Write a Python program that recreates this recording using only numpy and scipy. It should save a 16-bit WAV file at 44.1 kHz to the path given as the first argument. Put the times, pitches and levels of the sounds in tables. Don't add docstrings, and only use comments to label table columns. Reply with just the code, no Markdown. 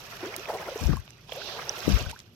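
import sys
import numpy as np
from scipy import signal
from scipy.fft import rfft, irfft, next_fast_len
from scipy.io import wavfile
from scipy.ndimage import uniform_filter1d, map_coordinates

SR = 44100
rng = np.random.default_rng(int(sys.argv[2]) if len(sys.argv) > 2 else 0)


def to_wav(sig):
    pcm = np.clip(np.atleast_2d(sig), -1, 1) * 32767
    pcm = np.round(pcm).astype(np.int16)
    wavfile.write(sys.argv[1], SR, pcm.T)


N = 103635

# frequency in Hz, relative gain in dB.
SHORE_SPECTRUM = [(20, -5.5), (85, -8.5), (125, -1), (180, -10), (600, -22), (16000, -81)]
SLOSH_SPECTRUM = [(180, -7), (400, -4), (700, 0.5), (1050, -2), (2500, -25.5)]
SPLASH_SPECTRUM = [(450, -49), (850, -7), (1350, 7.5), (2000, 7), (4500, -17)]
FIZZ_SPECTRUM = [(1200, 4), (2050, -12), (2500, 0), (4500, -1), (5800, 2.5), (6700, -9), (13000, -44)]
CRACKLE_SPECTRUM = [(2500, 2.5), (6500, 4.5), (9500, -4), (13000, 9.5), (16000, -12)]
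# peak time in seconds, level in dB, rise in seconds, fall in seconds, upper turbulence edge in Hz.
AIR_PUFFS = [(0.825, -24.5, 0.011, 0.028, 215), (.868, -19.5, 0.015, 0.015, 79),
             (0.899, -18, 0.015, 0.011, 292), (0.931, -19, 0.028, 0.025, 168),
             (0.996, -31, 0.039, .018, 69.4), (1.894, -18, 0.022, 0.044, 247),
             (1.953, -14, 0.022, .018, 79), (2.021, -26, 0.016, 0.023, 131),
             (2.069, -28.5, 0.0086, 0.038, 112)]
# centre time in seconds, pitch in Hz, level in dB.
AIR_EDDIES = [(0.866, 54, -14), (.887, 316, -18), (0.895, 240, -15), (0.916, 55.6, -15), (0.933, 75, -14.5),
              (.9385, 318, -20), (1.8803, 284, -6), (1.949, 59.7, -10.5)]
# start in seconds, level in dB before the band filter, band centre in Hz.
FOAM_TICKS = [(0.3641, -20.5, 9000), (0.969, -33, 9000), (1.001, -41, 5000), (1.0781, -25, 1390),
              (1.106, -33.5, 3480), (1.3222, -18.5, 1510), (1.334, -36, 12000), (2.097, -32, 4200),
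              (2.113, -25.5, 3670), (2.1913, -30, 3460), (2.202, -27.5, 2960)]
# start in seconds, ring in Hz, level in dB before panning.
WATER_DROPS = [(.3412, 2110, -22.5), (.4562, 2310, -24), (.586, 2020, -28), (1.2938, 3100, -30),
               (1.3198, 2900, -23.5), (1.3246, 3200, -24), (1.6935, 5500, -11)]
# start in seconds, initial pitch in Hz, level in dB, life in seconds.
LARGE_BUBBLES = [(.229, 323, -27.5, 0.049), (.262, 307, -33, 0.064), (.378, 324, -36, 0.058),
                 (.499, 800, -31, 0.011), (.551, 673, -22.5, 0.019), (.611, 1185, -32, 0.014),
                 (.683, 1324, -25.5, 0.0072), (.686, 529, -24.5, 0.014), (.717, 484, -28.5, 0.024),
                 (.758, 412, -20.5, 0.012), (.902, 1500, -26, 0.0041), (0.9317, 1130, -23, 0.0055),
                 (.9695, 1010, -30.5, 0.012), (1.294, 805, -31, 0.0035), (1.3218, 580, -21.5, 0.0046),
                 (1.366, 485, -32, 0.042), (1.417, 1450, -25, 0.0052), (2.062, 1460, -27.5, .008),
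                 (2.128, 860, -35.5, 0.019), (2.162, 1490, -35, 0.0049)]
# start in seconds, stop in seconds, settling in dB per second,
# later trickle in dB relative to the sweep, then levels in dB of slosh, splash, fizz and crackle
LEG_SWEEPS = [(-.1, 0.175, 160, -28, -53, -51.5, -50, -51),
              (0.197, 0.945, 201, -11.5, -49, -45.5, -48.5, -54),
              (1.299, 2.008, 65.5, -35, -46.5, -54, -47, -54)]
SETTLING_RATIO = [2.1, 0.93, 1.1, 0.88]
# tilt in dB of slosh, splash, fizz and crackle.
TRICKLE_TILT = [-10, -5.5, 1.5, 2.5]
# peak time in seconds,
# half length in seconds, then levels in dB of slosh, splash, fizz and crackle.
THROWN_WATER = [(.83, 0.055, -44, -69, -49, -46.5), (1.785, 0.029, -46, -44.5, -46.5, -45.5),
                (1.93, 0.082, -41.5, -41.5, -38, -43.5), (2.103, 0.0093, -51, -44, -42.5, -45)]
# peak time in seconds, half length in seconds, levels in dB of slosh and splash.
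BOW_GURGLES = [(0.131, 0.0097, -75, -40.5), (0.237, 0.031, -44, -47), (0.344, 0.022, -60, -43.5),
               (0.496, 0.015, -34.5, -44), (0.54, 0.031, -35, -66), (0.61, 0.021, -36, -45),
               (0.685, 0.019, -37, -41.5), (1.502, 0.014, -41, -44.5), (1.589, 0.029, -42, -41),
               (1.71, 0.043, -50, -45)]

SHORE_DB = -54.5
SWISH_S, SWISH_HALF_S = 1.485, .075
SWISH_DB, SWISH_HZ, SWISH_OCTAVES = -45, 3900, 0.37
AIR_LOW_HZ, AIR_SLOPE = 38.6, 3.9
TICK_DECAY_S, TICK_WIDTH = 0.00084, 2.6
DROP_LIFE_S, DROP_RIGHT_DB = 0.0022, 16.5
GULP_RISE_OCT_PER_S, GULP_ROUGH = 15, .22
PINCH_S, PINCH_CYCLES = .0005, .6
SWEEP_ATTACK_S, TRICKLE_DB_PER_S = 0.031, 10.5
MIC_LOW_HZ, TOP_HZ = 33, 16200


def amp(db):
    return 10 ** (np.asarray(db) / 20)


def unit(x):
    return x / np.sqrt(np.mean(x ** 2) + 1e-20)


def wobble(rate):
    knots = rng.standard_normal(int(N * rate / SR) + 4)
    return map_coordinates(knots, [np.arange(N) * rate / SR])


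def swell(s, half):
    return np.exp(-((np.arange(N) / SR - s) / half) ** 2 / 2)


def filtered(x, response):
    m = next_fast_len(N + SR // 2)
    return irfft(rfft(x, m) * response(np.fft.rfftfreq(m, 1 / SR)), m)[..., :N]


def coloured(x, points):
    f, db = np.transpose(points)
    return unit(filtered(x, lambda hz: amp(np.interp(np.log(hz + 1), np.log(f), db))))


def sides(right_db):
    return amp(np.array([[-.5], [.5]]) * right_db)


def add(out, s, x):
    i = int(np.clip(round(s * SR), 0, N - 1))
    out[..., i:i + x.shape[-1]] += x[..., :N - i]


def shore():
    common = rng.standard_normal(N)
    apart = 0.26 * rng.standard_normal((2, N))
    return amp(SHORE_DB) * coloured(common + apart, SHORE_SPECTRUM)


def swish():
    def band(hz):
        return np.exp(-(np.log2((hz + 1) / SWISH_HZ) / SWISH_OCTAVES) ** 2 / 2)
    hiss = unit(filtered(rng.standard_normal((2, N)), band))
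    return hiss * amp(SWISH_DB) * swell(SWISH_S, SWISH_HALF_S) * sides(17.0)


def buffets(leak_db=-36):
    t, air = np.arange(N) / SR, np.zeros(N)
    for s, db, rise, fall, edge in AIR_PUFFS:
        def band(hz):
            return 1 / (1 + (AIR_LOW_HZ / (hz + 1)) ** 4) / (1 + (hz / edge) ** AIR_SLOPE)
        churn = filtered(rng.standard_normal(N), band)
        churn = churn / np.sqrt(np.abs(uniform_filter1d(churn ** 2, size=1300)) + 1e-9)
        envelope = np.exp(-np.abs((t - s) / np.where(t < s, rise, fall)) ** 1.5)
        air += churn * amp(db) * envelope
    for s, hz, db in AIR_EDDIES:
        u = (np.pi * hz * (t - s)) ** 2
        air += amp(db) * (1 - 2 * u) * np.exp(-u)
    return np.array([air, amp(leak_db) * air])


def bubble(hz, life, rise, delay=0):
    t = np.maximum(np.arange(int(2 * life * SR) + 30) / SR - delay, 0)
    phase = 2 * np.pi * hz * t * (1 + rise * np.log(2) * t / life / 2)
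    pinch = 1 - np.exp(-t / (PINCH_S + PINCH_CYCLES / hz))
    decay = np.exp(-2 * t / life) * np.clip(2 - t / life, 0, 1)
    return np.sin(phase) * pinch * decay


def ticks():
    out, t = np.zeros((2, N)), np.arange(SR // 50) / SR
    for s, db, hz in FOAM_TICKS:
        burst = np.exp(-t / TICK_DECAY_S) * rng.standard_normal((2, len(t)))
        edges = [hz / TICK_WIDTH, min(hz * TICK_WIDTH, TOP_HZ)]
        b, a = signal.butter(4, edges, 'band', fs=SR)
        add(out, s, amp(db) * sides(2.7) * signal.lfilter(b, a, burst))
    return out


def drops():
    out = np.zeros((2, N))
    for s, hz, db in WATER_DROPS:
        add(out, s, amp(db) * sides(DROP_RIGHT_DB) * bubble(hz, DROP_LIFE_S, rise=0.14))
    return out


def gulps():
    out = np.zeros(N)
    for s, hz, db, life in LARGE_BUBBLES:
        add(out, s, amp(db) * bubble(hz, life, GULP_RISE_OCT_PER_S * life))
    return out * (1 + GULP_ROUGH * wobble(400))


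def swarm(per_s, low_hz, high_hz, cycles, rise, scatter_db, spread_s):
    out = np.zeros((2, N))
    for when, size, life, strength, place, pan in rng.random((int(per_s * N / SR), 6)):
        hz = low_hz * (high_hz / low_hz) ** size
        delay = np.maximum(np.array([[1], [-1]]) * (2 * place - 1) * spread_s, 0)
        ring = bubble(hz, cycles * (.5 + life) / hz, rise, delay)
        gain = amp(-scatter_db * np.log(0.026 + strength))
        add(out, when * N / SR, ring * gain * sides(5 * (pan - .5)))
    return out


def water(bubbles, colour, wash_db, flutter_db, alike=0):
    common = np.clip(alike, 0, 1)
    wash = np.sqrt(common) * rng.standard_normal(N) + np.sqrt(1 - common) * rng.standard_normal((2, N))
    mixture = coloured(bubbles, colour) + amp(wash_db) * coloured(wash, colour)
    return unit(mixture * amp(flutter_db * wobble(60.246)))


def spray(fizz, crackle):
    tiny = swarm(per_s=4000, low_hz=1980, high_hz=7037, cycles=14.7, rise=.02,
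                 scatter_db=2.6, spread_s=0.000434)
    droplets = swarm(per_s=900, low_hz=4720, high_hz=13700, cycles=1.65, rise=0,
                     scatter_db=8, spread_s=0.000442)
    return (fizz * water(tiny, FIZZ_SPECTRUM, wash_db=-4.5, flutter_db=1.5) * sides(11.1)
            + crackle * water(droplets, CRACKLE_SPECTRUM, wash_db=0, flutter_db=2.5) * sides(4.1))


def slosh(low, mid):
    large = swarm(per_s=650, low_hz=340.8, high_hz=1105.5, cycles=12.96, rise=0.314,
                  scatter_db=3.0, spread_s=0.00015)
    small = swarm(per_s=1100, low_hz=788.6, high_hz=2676, cycles=16, rise=0.16,
                  scatter_db=4, spread_s=0.00029)
    return (low * water(large, SLOSH_SPECTRUM, wash_db=-7.5, alike=0.92, flutter_db=1.5)
            + mid * water(small, SPLASH_SPECTRUM, wash_db=-5, alike=0.33, flutter_db=2.8))


def agitation():
    t, power = np.arange(N) / SR, np.zeros((4, N))
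    for start, stop, settle, trickle_db, *levels in LEG_SWEEPS:
        after = np.maximum(t - stop, 0)
        attack = (1 + np.tanh((t - start) / SWEEP_ATTACK_S)) / 2
        settling = amp(-settle * np.outer(SETTLING_RATIO, after))
        trickle = np.outer(amp(TRICKLE_TILT), amp(trickle_db - TRICKLE_DB_PER_S * after))
        power += (amp(levels)[:, None] * attack * np.maximum(settling, trickle)) ** 2
    for s, half, *levels in [*THROWN_WATER, *BOW_GURGLES]:
        power[:len(levels)] += np.outer(amp(levels), swell(s, half)) ** 2
    return np.sqrt(power)


def scene():
    low, mid, fizz, crackle = agitation()
    background = shore() + swish() + buffets()
    single_events = ticks() + drops() + gulps()
    return background + single_events + spray(fizz, crackle) + slosh(low, mid)


def record(dry):
    return filtered(dry, lambda hz: (hz < TOP_HZ) / (1 + (MIC_LOW_HZ / (hz + 1)) ** 6))


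dry = scene()
out = record(dry)
to_wav(out)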